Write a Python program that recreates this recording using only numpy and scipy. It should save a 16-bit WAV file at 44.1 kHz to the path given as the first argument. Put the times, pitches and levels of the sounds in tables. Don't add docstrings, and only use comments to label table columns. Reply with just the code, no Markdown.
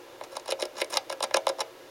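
import sys
import numpy as np
from scipy import signal
from scipy.fft import rfft, irfft
from scipy.io import wavfile
from scipy.ndimage import uniform_filter1d

SR = 44100
rng = np.random.default_rng(int(sys.argv[2]) if len(sys.argv) > 2 else 0)


def to_wav(sig):
    pcm = np.clip(np.atleast_2d(sig), -1, 1) * 32767
    pcm = np.round(pcm).astype(np.int16)
    wavfile.write(sys.argv[1], SR, pcm.T)


N = 83790
FFT_SIZE, PULSE_SIZE = 2 ** 17, 2048
HZ = np.maximum(np.fft.rfftfreq(FFT_SIZE, 1 / SR), 1)
T = np.arange(N) / SR
KNOCK, CLICK, EDGE = range(3)
KNOCK_TOP_HZ, EDGE_FROM_HZ, CUTOFF_HZ = 1400, 7720, 16200


def from_db(db):
    return 10 ** (np.asarray(db) / 20)


def unit_rms(x):
    return x / np.sqrt(np.mean(x ** 2) + 1e-20)


def curve(hz, values):
    return np.interp(np.log(HZ), np.log(hz), values)


def causal_eq(points):
    cepstrum = irfft(np.log(from_db(curve(*np.transpose(points)))))
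    cepstrum[1:FFT_SIZE // 2] *= 2
    return np.exp(rfft(cepstrum[:FFT_SIZE // 2], FFT_SIZE))


def board_ring():
    # pitch in Hz, peak in dB over the direct wave, time to fall 60 dB in seconds.
    modes = [(358.5, 8.5, 0.26), (460, -2.5, 0.14), (540, 9, 0.14), (603.3, 6.5, 0.13), (650.6, 2, 0.42),
             (774.6, 3.5, 0.16), (850, 2.5, 0.039), (917, 4.5, 0.074), (996, 5, 0.04), (1337, 1.5, 0.034),
             (1650, 6, .11), (2237, -11.5, 0.07), (2850, 3, 0.031), (3570, 8, 0.041), (3940, -5, 0.075),
             (4940, -46, 0.18)]
    return sum(from_db(db) / (1 + 1j * np.pi * t60 / np.log(1000) * (HZ ** 2 - hz ** 2) / HZ)
               for hz, db, t60 in modes)


def room_tone():
    # frequency in Hz, relative level in dB.
    hiss_eq = [(25, -14), (60, -18.5), (130, -8), (190, -22), (260, -4), (355, 4), (400, 0), (520, 6),
               (620, -4), (1000, -7), (1200, -7.5), (2300, -10.5), (5000, -15.5), (7000, -19), (8000, -25),
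               (10000, -22.5), (16000, -25.5)]
    hiss_db, ring_share, hum_hz, hum_db = -48.5, 0.49, 120, -75
    noise = rfft(rng.standard_normal(FFT_SIZE)) * causal_eq(hiss_eq)
    hiss = irfft(noise * (1 + ring_share * board_ring()))[:N]
    hum = np.sin(2 * np.pi * hum_hz * T)
    return from_db(hiss_db) * unit_rms(hiss) + from_db(hum_db) * unit_rms(hum)


def reverb_tail(bands):
    centres_hz, tail = np.array(bands)[:, 0], 0
    for share, (_, db, t60) in zip(np.eye(len(bands)), bands):
        echoes = rng.standard_normal(N) * from_db(-60 * T / t60) * (1 - np.exp(-20 * T / t60))
        band_gain = from_db(db) * np.sqrt(curve(centres_hz, share))
        tail = tail + band_gain * rfft(echoes / np.linalg.norm(echoes), FFT_SIZE)
    return tail


def timber_wall():
    # frequency in Hz, gain in dB.
    wall_eq = [(60, -32), (180, -13.5), (290, -7.5), (420, -4.5), (560, -1), (800, -4.5), (1040, -2),
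               (1200, -4), (1600, -7.5), (1850, -9.5), (2100, -4), (2450, -7.5), (2620, -12.5), (2900, -9),
               (3200, -11), (3480, -9.5), (3700, -11.5), (3950, -6.5), (4250, -14.5), (4440, -8),
               (4660, -4), (5750, -8.5), (5980, -7), (6250, -4.5), (6550, -13), (6850, -7.5), (7500, -15.5),
               (7850, -28), (8200, -7.5), (9400, -12), (10800, -13.5), (11800, -28), (16000, -27)]
    # band centre in Hz, energy in dB against the direct wave, time to fall 60 dB in seconds.
    cavity = [(398, -6.5, 0.046), (1080, -1.5, 0.012), (2780, -3, 0.038), (5840, -2, 0.011),
              (11200, -2, .012)]
    room = [(404, -9, 0.3), (930, -9.5, .18), (2980, -11, 0.094), (5700, -18, 0.14), (11000, -17, 0.051)]
    travel_s, at_hz = 0.0036, 994.4
    lag_cycles = travel_s * (2 * np.sqrt(at_hz * HZ) - HZ * np.sqrt(at_hz / CUTOFF_HZ))
    ringing = board_ring() + reverb_tail(cavity) + reverb_tail(room)
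    bending_wave = np.exp(-2j * np.pi * lag_cycles) * (1 + ringing)
    fast_db, fast_from_hz = -4, 2960
    fast_wave = from_db(fast_db) / (1 + fast_from_hz / (1j * HZ)) ** 2
    wall = causal_eq(wall_eq) * (bending_wave + fast_wave)
    knock = 1 / (1 + (HZ / KNOCK_TOP_HZ) ** 6)
    edge = 1 - 1 / (1 + (HZ / EDGE_FROM_HZ) ** 16)
    responses = [wall * band for band in (knock, 1 - knock - edge, edge)]
    return [part / np.sqrt(uniform_filter1d(irfft(part) ** 2, size=44).max()) for part in responses]


def fibre_slips():
    slips_per_s, spread_db = 2200, 4.5
    catch_db, catch_s = 3.5, 0.003
    sizes = from_db(spread_db * np.minimum(rng.exponential(1, N), 3)) * rng.choice([-1, 1], N)
    ridges = np.clip(rng.standard_normal(N), -2, 2)
    grip = from_db(catch_db * np.interp(T / catch_s, np.arange(N), ridges))
    slipping = rng.random(N) < slips_per_s / SR
    return unit_rms(grip * sizes * slipping)


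def spot_tone(hz, octaves, response):
    step = FFT_SIZE // PULSE_SIZE
    bell = np.exp(-0.5 * (np.log2(HZ[::step] / hz) / octaves) ** 2)
    wall_power = abs(response[::step]) ** 2
    return np.fft.fftshift(irfft(bell / np.sqrt(np.average(bell ** 2, weights=wall_power))))


def snag_force(band, slips, response):
    # time in seconds,
    # knock, click and edge levels in dB, knock and click pitches in Hz.
    snags = [(0.2106, -28, -40.5, -56, 710, 1160), (.2375, -40, -41, -49, 690, 4450),
             (.324, -38, -62, -50, 620, 2770), (0.3678, -26.5, -29.5, -36, 830, 4550),
             (.397, -47, -40, -50, 700, 4500), (.480, -34, -41, -39, 760, 3200),
             (.488, -26, -41, -55, 540, 2600), (0.5056, -36, -31.5, -34, 600, 5040),
             (0.51, -38, -27.5, -31, 586, 4600), (.5212, -19.5, -22.5, -30.5, 520, 1870),
             (0.59, -33.5, -51, -62, 710, 4000), (.599, -47, -39, -40, 685, 4800),
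             (.607, -33, -38, -39, 686, 4800), (.619, -38, -32, -39, 575, 4440),
             (.624, -19, -24, -33, 450, 3600), (.654, -33, -36.5, -38, 456, 4200),
             (0.768, -35.5, -37.5, -52, 480, 3740), (.803, -46, -27, -38, 527, 3450),
             (0.8165, -19, -21, -28.5, 464, 1580), (.845, -44, -38, -40, 600, 5550),
             (.934, -30, -34, -46, 880, 4800), (.9405, -28, -25, -47, 820, 4930),
             (.9705, -21, -17, -29, 850, 4200), (.973, -22.5, -25, -25, 780, 3380),
             (1.097, -32.5, -34, -48, 710, 3700), (1.1001, -26.5, -30, -36.5, 734, 2760),
             (1.126, -31.5, -34, -34.5, 553, 1530), (1.205, -24, -33, -40, 740, 2290),
             (1.2275, -24, -23.5, -28.5, 746, 4440), (1.238, -20.5, -32, -30, 655, 4230),
             (1.2419, -43, -32, -32, 690, 3900), (1.3094, -28.5, -37, -54, 670, 1520),
             (1.3431, -14, -17, -27, 540, 2390), (1.363, -25, -38, -44, 670, 4200),
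             (1.369, -18, -21.5, -26, 764, 3650), (1.4684, -14, -20, -29, 750, 1820),
             (1.481, -25, -30, -38, 680, 4550), (1.4907, -32, -30, -31, 650, 5040),
             (1.496, -22, -52, -50, 485, 2600), (1.5851, -31.5, -43, -52, 714, 3700),
             (1.5926, -29, -37.5, -46, 850, 3650), (1.6055, -26.5, -27, -31, 1120, 5230),
             (1.609, -33, -31.5, -48, 740, 4030), (1.616, -27, -35, -40, 620, 1900)]
    knock_width_octaves, click_width_octaves = 0.55, 1.04
    tear_db, build_s, decay_s = -7, 0.00073, 0.00068
    force, half = np.zeros(N), PULSE_SIZE // 2
    t = np.arange(-half, half) / SR
    tear_envelope = np.exp(np.minimum(t / build_s, -t / decay_s))
    for time_s, *levels_db, knock_hz, click_hz in snags:
        span = slice(int(time_s * SR) - half, int(time_s * SR) + half)
        snap = (t == 0) * 1.0
        if band != KNOCK:
            tear = tear_envelope * slips[span]
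            snap = snap + from_db(tear_db) * tear / np.linalg.norm(tear)
        if band != EDGE:
            spot = (knock_hz, knock_width_octaves) if band == KNOCK else (click_hz, click_width_octaves)
            snap = signal.fftconvolve(snap, spot_tone(*spot, response), "same")
        force[span] += from_db(levels_db[band]) * snap
    return force


def drag_rasp(band, slips, response):
    # start in seconds, length in seconds, level in dB, edge lift in dB.
    drags = [(0.237, 0.011, -45, 7), (0.314, 0.032, -52, 9), (0.351, 0.02, -43.5, 2),
             (0.457, .007, -52, 12), (0.476, 0.053, -41.5, -4), (0.594, 0.017, -39.5, -15),
             (.627, 0.0108, -37, 7), (0.65, 0.0086, -41.5, -2), (0.754, 0.023, -50, -2),
             (0.776, 0.049, -42.5, 5.5), (0.839, 0.0043, -51.5, 7), (0.9, 0.0078, -41.5, 15.5),
             (0.91, 0.015, -46, 9), (0.925, 0.018, -39, 7.5), (0.946, 0.018, -34, 4),
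             (1.11, 0.022, -40.5, 2), (1.224, 0.0054, -34.5, 6), (1.231, .016, -34, -9),
             (1.338, 0.011, -30.5, -14), (1.358, 0.015, -34, -4), (1.488, 0.013, -35.5, 0),
             (1.596, 0.023, -37, -1)]
    # frequency in Hz, relative gain in dB.
    touch_eq = [(200, -6.5), (700, -1.5), (11000, -2), (13000, 5)]
    knock_trim_db, edge_trim_db, fade_s = 2.5, -15, 0.0046
    pressure = np.zeros(N)
    for start_s, length_s, db, lift_db in drags:
        trim_db = (knock_trim_db, 0, edge_trim_db + lift_db)[band]
        inside_s = np.minimum(T - start_s, start_s + length_s - T)
        pressure += from_db(db + trim_db) * np.clip(inside_s / fade_s + 0.5, 0, 1)
    tone = response * from_db(curve(*np.transpose(touch_eq)))
    return tone / np.linalg.norm(irfft(tone)) * rfft(slips * pressure, FFT_SIZE)


def scratching():
    slips, spectrum = fibre_slips(), 0
    for band, response in enumerate(timber_wall()):
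        snaps = response * rfft(snag_force(band, slips, response), FFT_SIZE)
        spectrum = spectrum + snaps + drag_rasp(band, slips, response)
    return irfft(spectrum)[:N]


def scene():
    return (scratching() + room_tone())[None]


def record(dry):
    return irfft(rfft(dry, FFT_SIZE) / (1 + (HZ / CUTOFF_HZ) ** 200), FFT_SIZE)[:, :N]


dry = scene()
out = record(dry)
to_wav(out)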